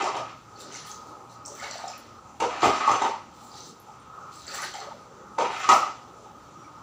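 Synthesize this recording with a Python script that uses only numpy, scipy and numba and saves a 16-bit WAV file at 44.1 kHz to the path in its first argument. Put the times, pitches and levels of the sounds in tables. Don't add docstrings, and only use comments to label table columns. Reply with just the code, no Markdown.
import sys
import numpy as np
from scipy import signal
from scipy.fft import rfft, irfft
from scipy.io import wavfile
from scipy.ndimage import uniform_filter1d
from numba import njit

SR = 44100
rng = np.random.default_rng(int(sys.argv[2]) if len(sys.argv) > 2 else 0)


def amplitude_ratio(level_db):
    exponent = np.asarray(level_db, float) / 20
    return 10 ** exponent


def bounce(signal):
    frames = np.transpose(np.atleast_2d(signal))
    limited = np.clip(frames, -1, 1)
    pcm = np.round(limited * 32767).astype(np.int16)
    wavfile.write(sys.argv[1], SR, pcm)


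N = 300762


def level(x, db):
    return x * amplitude_ratio(db) / np.sqrt(np.mean(x ** 2))


def on_log(points, hz):
    point_hz, value = np.array(points).T
    return np.interp(np.log(hz + 1), np.log(point_hz), value)


def colour(x, points):
    cep = irfft(np.log(amplitude_ratio(on_log(points, np.arange(4097) * SR / 8192))))
    cep[1:4096] *= 2
    cep[4097:] = 0
    return signal.fftconvolve(x, irfft(np.exp(rfft(cep))))[:len(x)]


def band(x, lo_hz, hi_hz, order=2):
    return signal.sosfilt(signal.butter(order, [lo_hz, hi_hz], "band", fs=SR, output="sos"), x)


def walk(rate_hz):
    hold = int(SR / rate_hz)
    steps = np.repeat(rng.standard_normal(N // hold + 1), hold)
    return 1.3 * uniform_filter1d(uniform_filter1d(steps, hold), hold)[:N]


def sizes(chance, scatter_db):
    return amplitude_ratio(-scatter_db * np.log(1 - .97 * chance))


def ramp(start_s, end_s, up_db_per_s, down_db_per_s):
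    t = np.arange(N) / SR
    early_s, late_s = np.clip(start_s - t, 0, None), np.clip(t - end_s, 0, None)
    return amplitude_ratio(-up_db_per_s * early_s - down_db_per_s * late_s)


@njit
def rings(n, start, turn, cycles, size, glide, swell):
    out = np.zeros(n)
    for g in range(len(start)):
        span = int(cycles[g] / turn[g]) + 2
        phase = 0.
        for i in range(min(span, n - start[g])):
            phase += turn[g] * (1 + glide[g] * i / span)
            envelope = (1 - np.exp(-swell * i / span)) ** 2 * np.exp(-6 * i / span)
            out[start[g] + i] += size[g] * envelope * np.sin(2 * np.pi * phase)
    return out


# f/Hz, level/dB
PLACE_COLOUR = [(1000, 0), (1170, 2.5), (1250, 9), (1350, 2.5), (1600, -10), (5200, -13), (6350, -8),
                (6600, -19), (7000, -10), (7500, -13), (8100, -22.5), (12500, -32), (14100, -28),
                (15000, -16)]


def listening_place(x):
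    return colour(x, PLACE_COLOUR)


def drops(table, cycles, glide, gain_db, swell=24.):
    s, db, hz = np.transpose(table)
    size = amplitude_ratio(db - on_log(PLACE_COLOUR, hz) + gain_db)
    return rings(N, (s * SR).astype(np.int64), hz / SR, cycles + 0 * hz, size, glide + 0 * hz, swell)


def pan(push, modes):
    out = 0
    for k, (hz, db, t60_s) in enumerate(modes):
        pole = np.exp(2j * np.pi * hz / SR - np.log(1000) / (t60_s * SR))
        out = out + (-1) ** k * amplitude_ratio(db) * signal.lfilter([1], [1, -pole], push).imag
    return out


# f/Hz, level/dB, t60/s
BODY_MODES = [(210, -15, 0.041), (325, -7.5, 0.026), (414, -6, 0.023), (527, -7, 0.066),
              (631.5, -5.5, 0.078), (766, 4, 0.035), (943, 6.5, 0.023)]


def pan_body(push):
    return pan(push, BODY_MODES)


# f/Hz, level/dB, t60/s
LIP_MODES = [(1130, 12, 0.067), (1462, 0, 0.048), (1970, 16.5, 0.0071), (2260, -24, 0.051)]


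def pan_lip(push):
    return pan(push, LIP_MODES)


# t/s, body peak level/dB, thud rel level/dB, lip rel level/dB, crack rel level/dB
KNOCKS = [(0.04, -15, -32, -12, 0.5), (0.075, -21.5, -28, 0.5, -3), (0.165, -20.5, -14, -4.5, 1.5),
          (0.186, -38, -12, 1, -15), (0.222, -38, -12, -9, -7), (2.402, -15, -14.5, -15, 2.5),
          (2.424, -22, -12, -27, 6), (2.446, -23, -24, -22, -4), (2.629, -6.5, -20, -17, -19),
          (2.655, -12, -1, -9, -2), (2.874, -18, -20, 0, 3), (2.894, -21, -2.5, -0.5, -17),
          (2.914, -14.5, -5.5, -10, 3), (3.018, -13, -25, -10.5, -32), (3.048, -27, -48, 3.5, -16),
          (3.111, -20, -41, -7, -24), (5.385, -13.5, -30, -11, -3), (5.403, -27, -5, -13, -9),
          (5.641, -35, -23, 8, 16), (5.6894, -15.5, -20, 7, 15), (5.709, -23, -28, -9, -2),
          (5.729, -17, -6.5, -17, -13), (5.762, -42, -31, -2, -3)]


def knocks():
    hollow, thud, lip, crack = np.zeros((4, N + SR))
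    t = np.arange(2000) / SR
    chance = rng.standard_normal((len(KNOCKS), 2, len(t))) * (1 - np.exp(-t / 0.00088))
    for (s, db, thud_db, lip_db, crack_db), (push, grit) in zip(KNOCKS, chance):
        at = slice(int(s * SR), int(s * SR) + len(t))
        hollow[at] += amplitude_ratio(db) * push * np.exp(-t / 0.0025)
        thud[at] += amplitude_ratio(db + thud_db) * grit * np.exp(-t / 0.0028)
        lip[at] += amplitude_ratio(db + lip_db) * push * np.exp(-t / 0.0027)
        crack[at] += amplitude_ratio(db + crack_db) * grit * np.exp(-t / 0.0055)
    body = amplitude_ratio(-27.5) * pan_body(hollow)
    edge = amplitude_ratio(-28.5) * band(pan_lip(lip), 260, 9000)
    noise = amplitude_ratio(19.0) * band(thud, 195, 443) + amplitude_ratio(2.0) * band(crack, 1290, 8300)
    return (body + edge + noise)[:N] + panels() + booms()


# t/s, peak level/dB, f/Hz
PANELS = [(.003, -45, 1200), (.015, -29, 805), (.022, -38, 395), (.038, -28.5, 1180), (.04, -18, 765),
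          (.055, -31, 394), (.072, -22.5, 1025), (.078, -33, 1270), (.098, -34, 944), (.17, -49, 704),
          (.184, -25.5, 680), (.2, -27, 1247), (.275, -50, 1360), (2.404, -18.5, 896), (2.419, -17, 483),
          (2.423, -16.5, 955), (2.436, -26, 906), (2.43, -26, 326), (2.446, -28, 500), (2.465, -42, 930),
          (2.51, -32, 1220), (2.63, -14, 362), (2.632, -13, 744), (2.652, -15, 813), (2.652, -15, 380),
          (2.685, -16, 764), (2.705, -15.5, 1235), (2.803, -20, 1235), (2.76, -30, 1250),
          (2.825, -19, 1260), (2.845, -18.5, 1195), (2.875, -10.5, 1130), (2.878, -11, 875),
          (2.894, -21, 1130), (2.914, -28, 1170), (2.94, -23, 1085), (3.018, -15, 881), (3.048, -16, 900),
          (3.05, -27, 407), (3.118, -29.5, 990), (5.386, -16, 937), (5.397, -20.5, 920), (5.39, -18, 505),
          (5.4, -32, 485), (5.415, -28, 384), (5.43, -38, 526), (5.44, -23, 944), (5.645, -18.5, 1255),
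          (5.693, -2.5, 1250), (5.6895, -7.5, 970), (5.7085, -12, 1307), (5.725, -10, 778),
          (5.73, -32, 252), (5.745, -21, 780), (5.758, -14, 1334), (5.801, -17.5, 1217), (5.84, -29, 1350),
          (2.403, -37, 2210), (2.403, -31.5, 2720), (2.405, -38, 1680), (5.69, -22, 1870),
          (5.386, -33, 2260)]


def panels():
    ring_s = 0.03
    return drops(PANELS, ring_s * np.transpose(PANELS)[2], glide=0, gain_db=1.5, swell=36.6)


# t/s, peak level/dB, f/Hz
BOOMS = [(.17, -41, 119), (2.405, -42, 122), (2.41, -39, 220), (2.405, -32, 316), (2.44, -40, 124.6),
         (2.624, -26, 122), (2.623, -21, 272), (2.644, -33, 210), (2.66, -27, 79), (2.72, -33, 270),
         (2.861, -35, 240), (2.896, -32, 111), (3.009, -32.5, 267), (5.388, -32, 316), (5.4, -35, 233),
         (5.688, -34, 272), (5.712, -33, 224), (5.761, -46, 270)]


def booms():
    ring_s = 0.088
    return drops(BOOMS, ring_s * np.transpose(BOOMS)[2], glide=0, gain_db=3.5, swell=11.3)


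# t/s, hold/s, pressure level/dB, lip rel level/dB, rasp rel level/dB
STROKES = [(0.0, 0.025, -24.5, -17, -2.5), (0.061, 0.034, -32.5, 7, -1), (0.145, 0.025, -22, -11, -10),
           (2.403, 0.017, -19, -33, -12), (2.427, 0.03, -40.5, -6, 0), (2.495, 0.1, -32, -1, -3),
           (2.604, 0.018, -43, -3, 13), (2.623, 0.022, -21, -18, 2.5), (2.647, 0.12, -26.5, -14, -2.5),
           (2.758, 0.13, -29, 8, -1), (2.883, 0.012, -22.5, -22, -6), (2.93, 0.12, -29.5, -11, -2),
           (3.016, 0.035, -20.5, -10, -7), (3.066, 0.034, -36.5, -21, 2.5), (5.385, 0.032, -19, -25, -8.5),
           (5.42, 0.048, -37, -5, 1.5), (5.442, 0.087, -30.5, -6, -5.5), (5.517, 0.076, -36.5, -13, 5.5),
           (5.689, 0.0051, -20, -16, -5), (5.706, 0.012, -14.5, -19, -4), (5.767, 0.098, -32.5, 4.5, -8.5),
           (0.238, 0.074, -55.5, 9, 10), (5.591, 0.081, -36.5, 7, 7)]


def strokes():
    press_db_per_s, ease_db_per_s = 3194, 303
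    power = 0
    for s, hold_s, db, lip_db, rasp_db in STROKES:
        gains = amplitude_ratio(db + np.array([[0], [lip_db], [rasp_db]]))
        power = power + (gains * ramp(s, s + hold_s, press_db_per_s, ease_db_per_s)) ** 2
    return np.sqrt(power)


def scrape():
    hollow, lip, rasp = strokes()
    spray = rasp ** 1.056 * amplitude_ratio(-8)
    slip, size, side = rng.random((3, N))
    slips_per_s = 2000
    slips = (slip < slips_per_s / SR) * sizes(size, 3.2) * np.sign(side - .5) * amplitude_ratio(2.56 * walk(70))
    body = hollow * level(pan_body(slips), -4.0)
    belly = hollow * level(band(slips, 270, 640), -18.5)
    edge = lip * level(band(pan_lip(slips), 1010, 19000), -8.5)
    grate = rasp * level(band(slips, 1440, 3020), 3.18)
    spatter = spray * bubbles(3420, 9900, rate_hz=1600, cycles=6.3, scatter_db=3.4, gain_db=7.56)
    return body + belly + edge + grate + spatter


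def bubbles(lo_hz, hi_hz, rate_hz, cycles, scatter_db, gain_db):
    when, pitch, size = rng.random((30000, 3))[:int(rate_hz * N / SR)].T
    hz = lo_hz * (hi_hz / lo_hz) ** pitch
    start = (when * N).astype(np.int64)
    swarm = rings(N, start, hz / SR, 3 * cycles + 0 * hz, sizes(size, scatter_db), 0.7 + 0 * hz, 26.0)
    return level(swarm, gain_db)


def surges(table, narrow_db):
    kind = np.arange(4)[:, None]
    power = 0
    for s, rise_s, fall_s, db, fine in table:
        gains = amplitude_ratio(db - narrow_db * (kind - fine) ** 2)
        power = power + (gains * ramp(s, s, 20 / rise_s, 20 / fall_s)) ** 2
    return power


# peak t/s, rise/s, fall/s, flow level/dB, fineness [0 gurgle - 3 mist]
SWISHES = [(.608, 0.07, .12, -42, 1.88), (.74, 0.09, 0.18, -36.5, 1.62), (.87, .11, 0.16, -43, 1.6),
           (.908, 0.05, 0.099, -44.5, 2.24), (1.075, .04, 0.09, -53, 2.2), (1.312, 0.05, 0.09, -50.5, 2.2),
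           (1.455, 0.01, 0.07, -43, 2.2), (3.35, .05, 0.28, -54, 2.2), (3.445, 0.094, 0.11, -50.5, 2.6),
           (3.58, 0.11, 0.07, -40.5, 2), (3.66, 0.1, 0.05, -41.5, 2.05), (3.69, 0.033, 0.041, -56, 3),
           (4.33, .03, 0.15, -44, 2.1), (4.382, 0.046, 0.12, -47.5, 2.3), (4.448, 0.085, .11, -46, 1.9),
           (.75, 0.05, .07, -55, 2.9), (4.55, .03, 0.098, -42, 3.1), (4.64, .04, 0.11, -49, 3.1),
           (.605, 0.014, 0.04, -44, 3.1), (.87, .02, .09, -44.5, 3.1), (2.65, .04, .1, -41, 3.2),
           (5.72, .035, .1, -35, 3.1), (5.6, .15, .1, -53, 3.2), (3.05, .05, .06, -54, 3.2),
           (2.91, .05, .08, -52, 3.2)]


def swishes():
    return surges(SWISHES, narrow_db=15.5)


# peak t/s, rise/s, fall/s, flow level/dB, fineness [0 gurgle - 3 mist]
POURS = [(1.47, 0.014, 0.18, -36, -1.65), (1.576, 0.12, 0.078, -51, 3), (1.632, 0.11, 0.23, -37, 1.38),
         (1.738, 0.22, 0.45, -43, 1.5), (1.8, 0.068, 0.1, -50, 0.5), (1.878, 0.024, 0.14, -43.5, 1.5),
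         (1.966, .08, 0.014, -63, -4), (2.02, 0.15, 0.074, -51, -1.5), (4.476, 0.011, 0.098, -39, 1.5),
         (4.54, 0.075, 0.13, -33, 1.56), (4.64, 0.16, 0.099, -34, 1.5), (4.74, 0.018, 0.2, -40.5, 1.6),
         (4.9, 0.53, 0.13, -37, -1.77), (4.82, 0.072, 0.19, -46.5, 0.8)]


def pours():
    return surges(POURS, narrow_db=6.5)


def water():
    gurgle, splash, fizz, mist = np.sqrt(swishes() + pours())
    flow = gurgle * bubbles(480, 1200, rate_hz=500, cycles=9, scatter_db=3, gain_db=4.5)
    flow = flow + splash * bubbles(1400, 3500, rate_hz=2200, cycles=7, scatter_db=4.5, gain_db=2.5)
    flow = flow + fizz * bubbles(3400, 7800, rate_hz=1500, cycles=5, scatter_db=4, gain_db=5.5)
    flow = flow + mist * bubbles(6530, 14800, rate_hz=2400, cycles=8.5, scatter_db=3.5, gain_db=16.5)
    return flow + single_drops()


# t/s, peak level/dB, f/Hz
PLOPS = [(1.486, -32, 960), (1.519, -29.5, 588), (1.626, -28, 715), (1.659, -29, 1000), (1.688, -30.5, 620),
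         (1.755, -22.5, 648), (1.789, -27.5, 980), (1.84, -18, 703), (1.868, -26, 710), (1.899, -33, 845),
         (3.545, -36, 780), (3.872, -40, 810), (3.885, -34.5, 810), (3.91, -38, 805), (3.96, -43, 830),
         (4.542, -31, 663), (4.508, -33, 1230), (4.53, -37, 1280), (4.542, -31, 1220), (4.572, -28, 1170),
         (4.585, -21, 1140), (4.613, -25, 1100), (4.645, -35, 1260), (4.662, -40, 1200), (4.691, -42, 1200),
         (4.742, -25.5, 790), (4.76, -25.5, 716), (4.785, -28, 753), (4.81, -33, 720), (4.869, -31, 570),
         (4.885, -28, 614), (4.91, -28.5, 850), (4.939, -34.5, 562), (6.257, -34.5, 804),
         (.028, -18.5, 383), (1.5, -32, 410), (1.64, -34, 424), (4.475, -38.5, 388), (4.57, -36.5, 393),
         (4.65, -35.5, 348), (4.82, -34.5, 414), (6.299, -35, 800), (4.6, -30, 950), (4.64, -33, 653),
         (1.6, -40, 600), (1.71, -31, 603), (3.41, -29, 1205), (3.435, -37, 1250)]
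# t/s, peak level/dB, f/Hz
PLINKS = [(0.5594, -36, 4300), (0.605, -32, 3680), (0.7494, -29.5, 2080), (0.7994, -46, 4380),
          (0.8594, -38, 4380), (0.8994, -50, 4650), (0.9697, -39, 4760), (1.294, -40, 3970),
          (1.325, -43, 4500), (1.5963, -25, 2060), (1.642, -22, 2120), (1.6694, -26, 2000),
          (1.934, -28.5, 2470), (4.4194, -33, 3800), (4.4787, -31, 4620), (4.59, -23, 1930),
          (4.635, -24.5, 2040), (4.7494, -28, 2060), (6.6433, -40, 2240), (.585, -41, 2580),
          (.62, -43, 3460), (.715, -35, 3000), (.76, -33, 2800), (.845, -39, 2920), (.878, -31, 3260),
          (.9, -41, 3660), (1.632, -34, 4060), (1.72, -24.5, 4100), (1.844, -32, 3740), (4.516, -31, 2500),
          (4.54, -29, 1760), (4.627, -21, 1570), (4.66, -36, 2880), (4.82, -34, 1960), (4.92, -41, 3400),
          (5.41, -24, 3220), (5.444, -30, 1790), (5.62, -33, 2950), (5.675, -30, 1990)]
# t/s, peak level/dB, f/Hz
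DROPS = [(0.023, -18, 6860), (0.1526, -28.5, 3050), (0.6194, -29, 5600), (0.7233, -21, 6160),
         (.743, -18, 5900), (.7695, -23, 5760), (.803, -35, 6000), (.908, -35, 6040), (0.758, -23, 6700),
         (0.791, -27, 5570), (0.9155, -17, 6420), (1.0715, -40, 6570), (1.452, -21, 5500),
         (1.468, -21, 5700), (1.48, -21.5, 6510), (1.5, -24, 5800), (3.605, -22, 6000), (1.46, -22, 6400),
         (1.46, -19.5, 8030), (1.552, -26, 7540), (1.71, -19, 7260), (1.712, -21, 4500), (1.78, -28, 7800),
         (1.5509, -27, 6000), (1.638, -25, 6200), (1.711, -18, 5800), (1.7494, -37, 6160),
         (1.879, -18.5, 7100), (1.8826, -21, 5200), (1.9, -27, 6100), (2.915, -11.5, 6140),
         (3.019, -20, 3670), (3.5169, -29.5, 4730), (4.358, -30, 7950), (4.485, -34, 7300),
         (4.505, -30, 7300), (4.74, -24, 7350), (4.803, -29, 7540), (4.803, -25, 5930), (3.021, -20, 7240),
         (4.4675, -21.5, 7550), (4.4797, -18, 4450), (4.52, -30, 5850), (4.546, -16, 7600),
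         (4.5794, -20, 6000), (4.6244, -22, 6000), (4.7386, -26, 3150), (4.803, -26, 4200),
         (5.6945, -10, 6720)]
# t/s, peak level/dB, f/Hz
TICKS = [(.728, -38, 8800), (0.85, -36, 8700), (.805, -41, 10200), (0.92, -34, 7400), (.59, -46, 11000),
         (1.072, -52, 8900), (1.095, -51, 8100), (1.315, -50, 9300), (3.4, -62, 8200), (4, -45, 8750),
         (3.4, -54, 10300), (2.4, -33, 8500), (1.978, -37, 10300), (1.978, -34, 11500), (1.6, -25, 7100),
         (.868, -41, 10300), (0.77, -41, 10200), (1.979, -42, 14000), (1.6, -47, 7900), (3.8, -35.5, 11700),
         (4.545, -44, 14100), (4.62, -24.5, 10300)]


def single_drops():
    large = drops(PLOPS, 18.8, glide=0.13, gain_db=0.27)
    middle = drops(PLINKS, 36, glide=0.1, gain_db=1, swell=12.)
    small = drops(DROPS, 25, glide=0.06, gain_db=3.5, swell=9.)
    finest = drops(TICKS, 22, glide=0.15, gain_db=7.5, swell=9.)
    return large + middle + small + finest


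def clumpy(noise, lo_hz, hi_hz):
    slow = uniform_filter1d(uniform_filter1d(noise, size=500), size=500)
    return band(noise, lo_hz, hi_hz) * amplitude_ratio(2.2 * slow / slow.std())


# f/Hz, t60/s
ROOM_T60 = [(100, 0.23), (500, 0.37), (1200, 0.46), (4000, 0.63), (8000, 0.39), (14000, 0.11)]


def room(tail_db, build_s, early_db):
    t = np.arange(SR // 2) / SR
    edges_hz = 64 * 2 ** np.arange(0, 8.1, .5)
    tail = 0
    for lo, hi in zip(edges_hz, edges_hz[1:]):
        tail = tail + clumpy(rng.standard_normal(len(t)), lo, hi) * amplitude_ratio(-60 * t / on_log(ROOM_T60, lo))
    tail = tail * (1 - np.exp(-t / build_s)) * (1 + amplitude_ratio(early_db) * np.exp(-t / 0.058))
    tail = tail * amplitude_ratio(tail_db) / np.sqrt(np.sum(tail ** 2))
    tail[0] = 1
    return tail


# f/Hz, level/dB per Hz
RAIN_COLOUR = [(25, -30), (45, -12), (70, -2), (120, 0), (250, 0), (560, -2), (700, -6.5), (820, 2),
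               (950, -1.5), (1400, -2), (1900, -5.5), (5000, -7.5), (10000, -7), (13800, -8), (15000, -15)]


def rain_and_cavity():
    edges_hz = 22.5 * 2 ** np.arange(0, 9.8, .5)
    swell_db = .5 * walk(3)
    rain = 0
    for lo, hi in zip(edges_hz, edges_hz[1:]):
        flicker_db = 2.8 * walk(11) if lo < 1200 else 1.7 * walk(16)
        rain = rain + band(rng.standard_normal(N), lo, hi) * amplitude_ratio(swell_db + flicker_db)
    cavity = level(band(rain, 1205, 1300) * amplitude_ratio(2 * swell_db), -69)
    return level(colour(rain, RAIN_COLOUR), -44.5) + cavity


# f/Hz, level/dB
HUM = [(118, -65.5), (236, -70), (535, -72)]


def hum():
    t = np.arange(N) / SR
    return sum(amplitude_ratio(db + 3 * walk(5)) * np.sqrt(2) * np.sin(2 * np.pi * hz * t) for hz, db in HUM)


# start t/s, end t/s, f/Hz, level/dB
CHIRPS = [
    (6.56, 6.7, 5660, -52.5),
    (6.75, 6.78, 5660, -58),
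    (6.43, 6.48, 4350, -60),
    (6.52, 6.56, 4300, -60),
    (6.61, 6.66, 4500, -61),
]


def bird():
    t = np.arange(N) / SR
    waver = walk(60)
    bend = np.cumsum(45 * waver) / SR
    notes = 0
    for start, end, hz, db in CHIRPS:
        arch = np.sqrt(np.clip((t - start) * (end - t), 0, 1)) * 2 / (end - start)
        notes = notes + amplitude_ratio(db) * arch * np.sin(2 * np.pi * (hz * t + bend))
    return amplitude_ratio(3 * waver) * notes


def scene():
    hits = signal.fftconvolve(amplitude_ratio(-0.5) * knocks(), room(1.2, 0.0055, 0.83))[:N]
    scrapes = signal.fftconvolve(amplitude_ratio(-4) * scrape(), room(0.16, 0.00028, 0.46))[:N]
    splashes = signal.fftconvolve(amplitude_ratio(-2.0) * water(), room(0.78, 0.0018, 8.7))[:N]
    near = band(hits + scrapes + splashes, 57, 18000)
    return listening_place(near + rain_and_cavity() + hum() + bird())[None]


def roll_off(x):
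    return signal.sosfilt(signal.butter(12, 16660, fs=SR, output="sos"), x)


def record(dry):
    soft = np.tanh(1.1 * dry) / 1.1
    low_pass = signal.ellip(10, .2, 60, 15520, fs=SR, output="sos")
    mix = signal.sosfilt(low_pass, soft)
    return roll_off(mix)


dry = scene()
out = record(dry)
bounce(out)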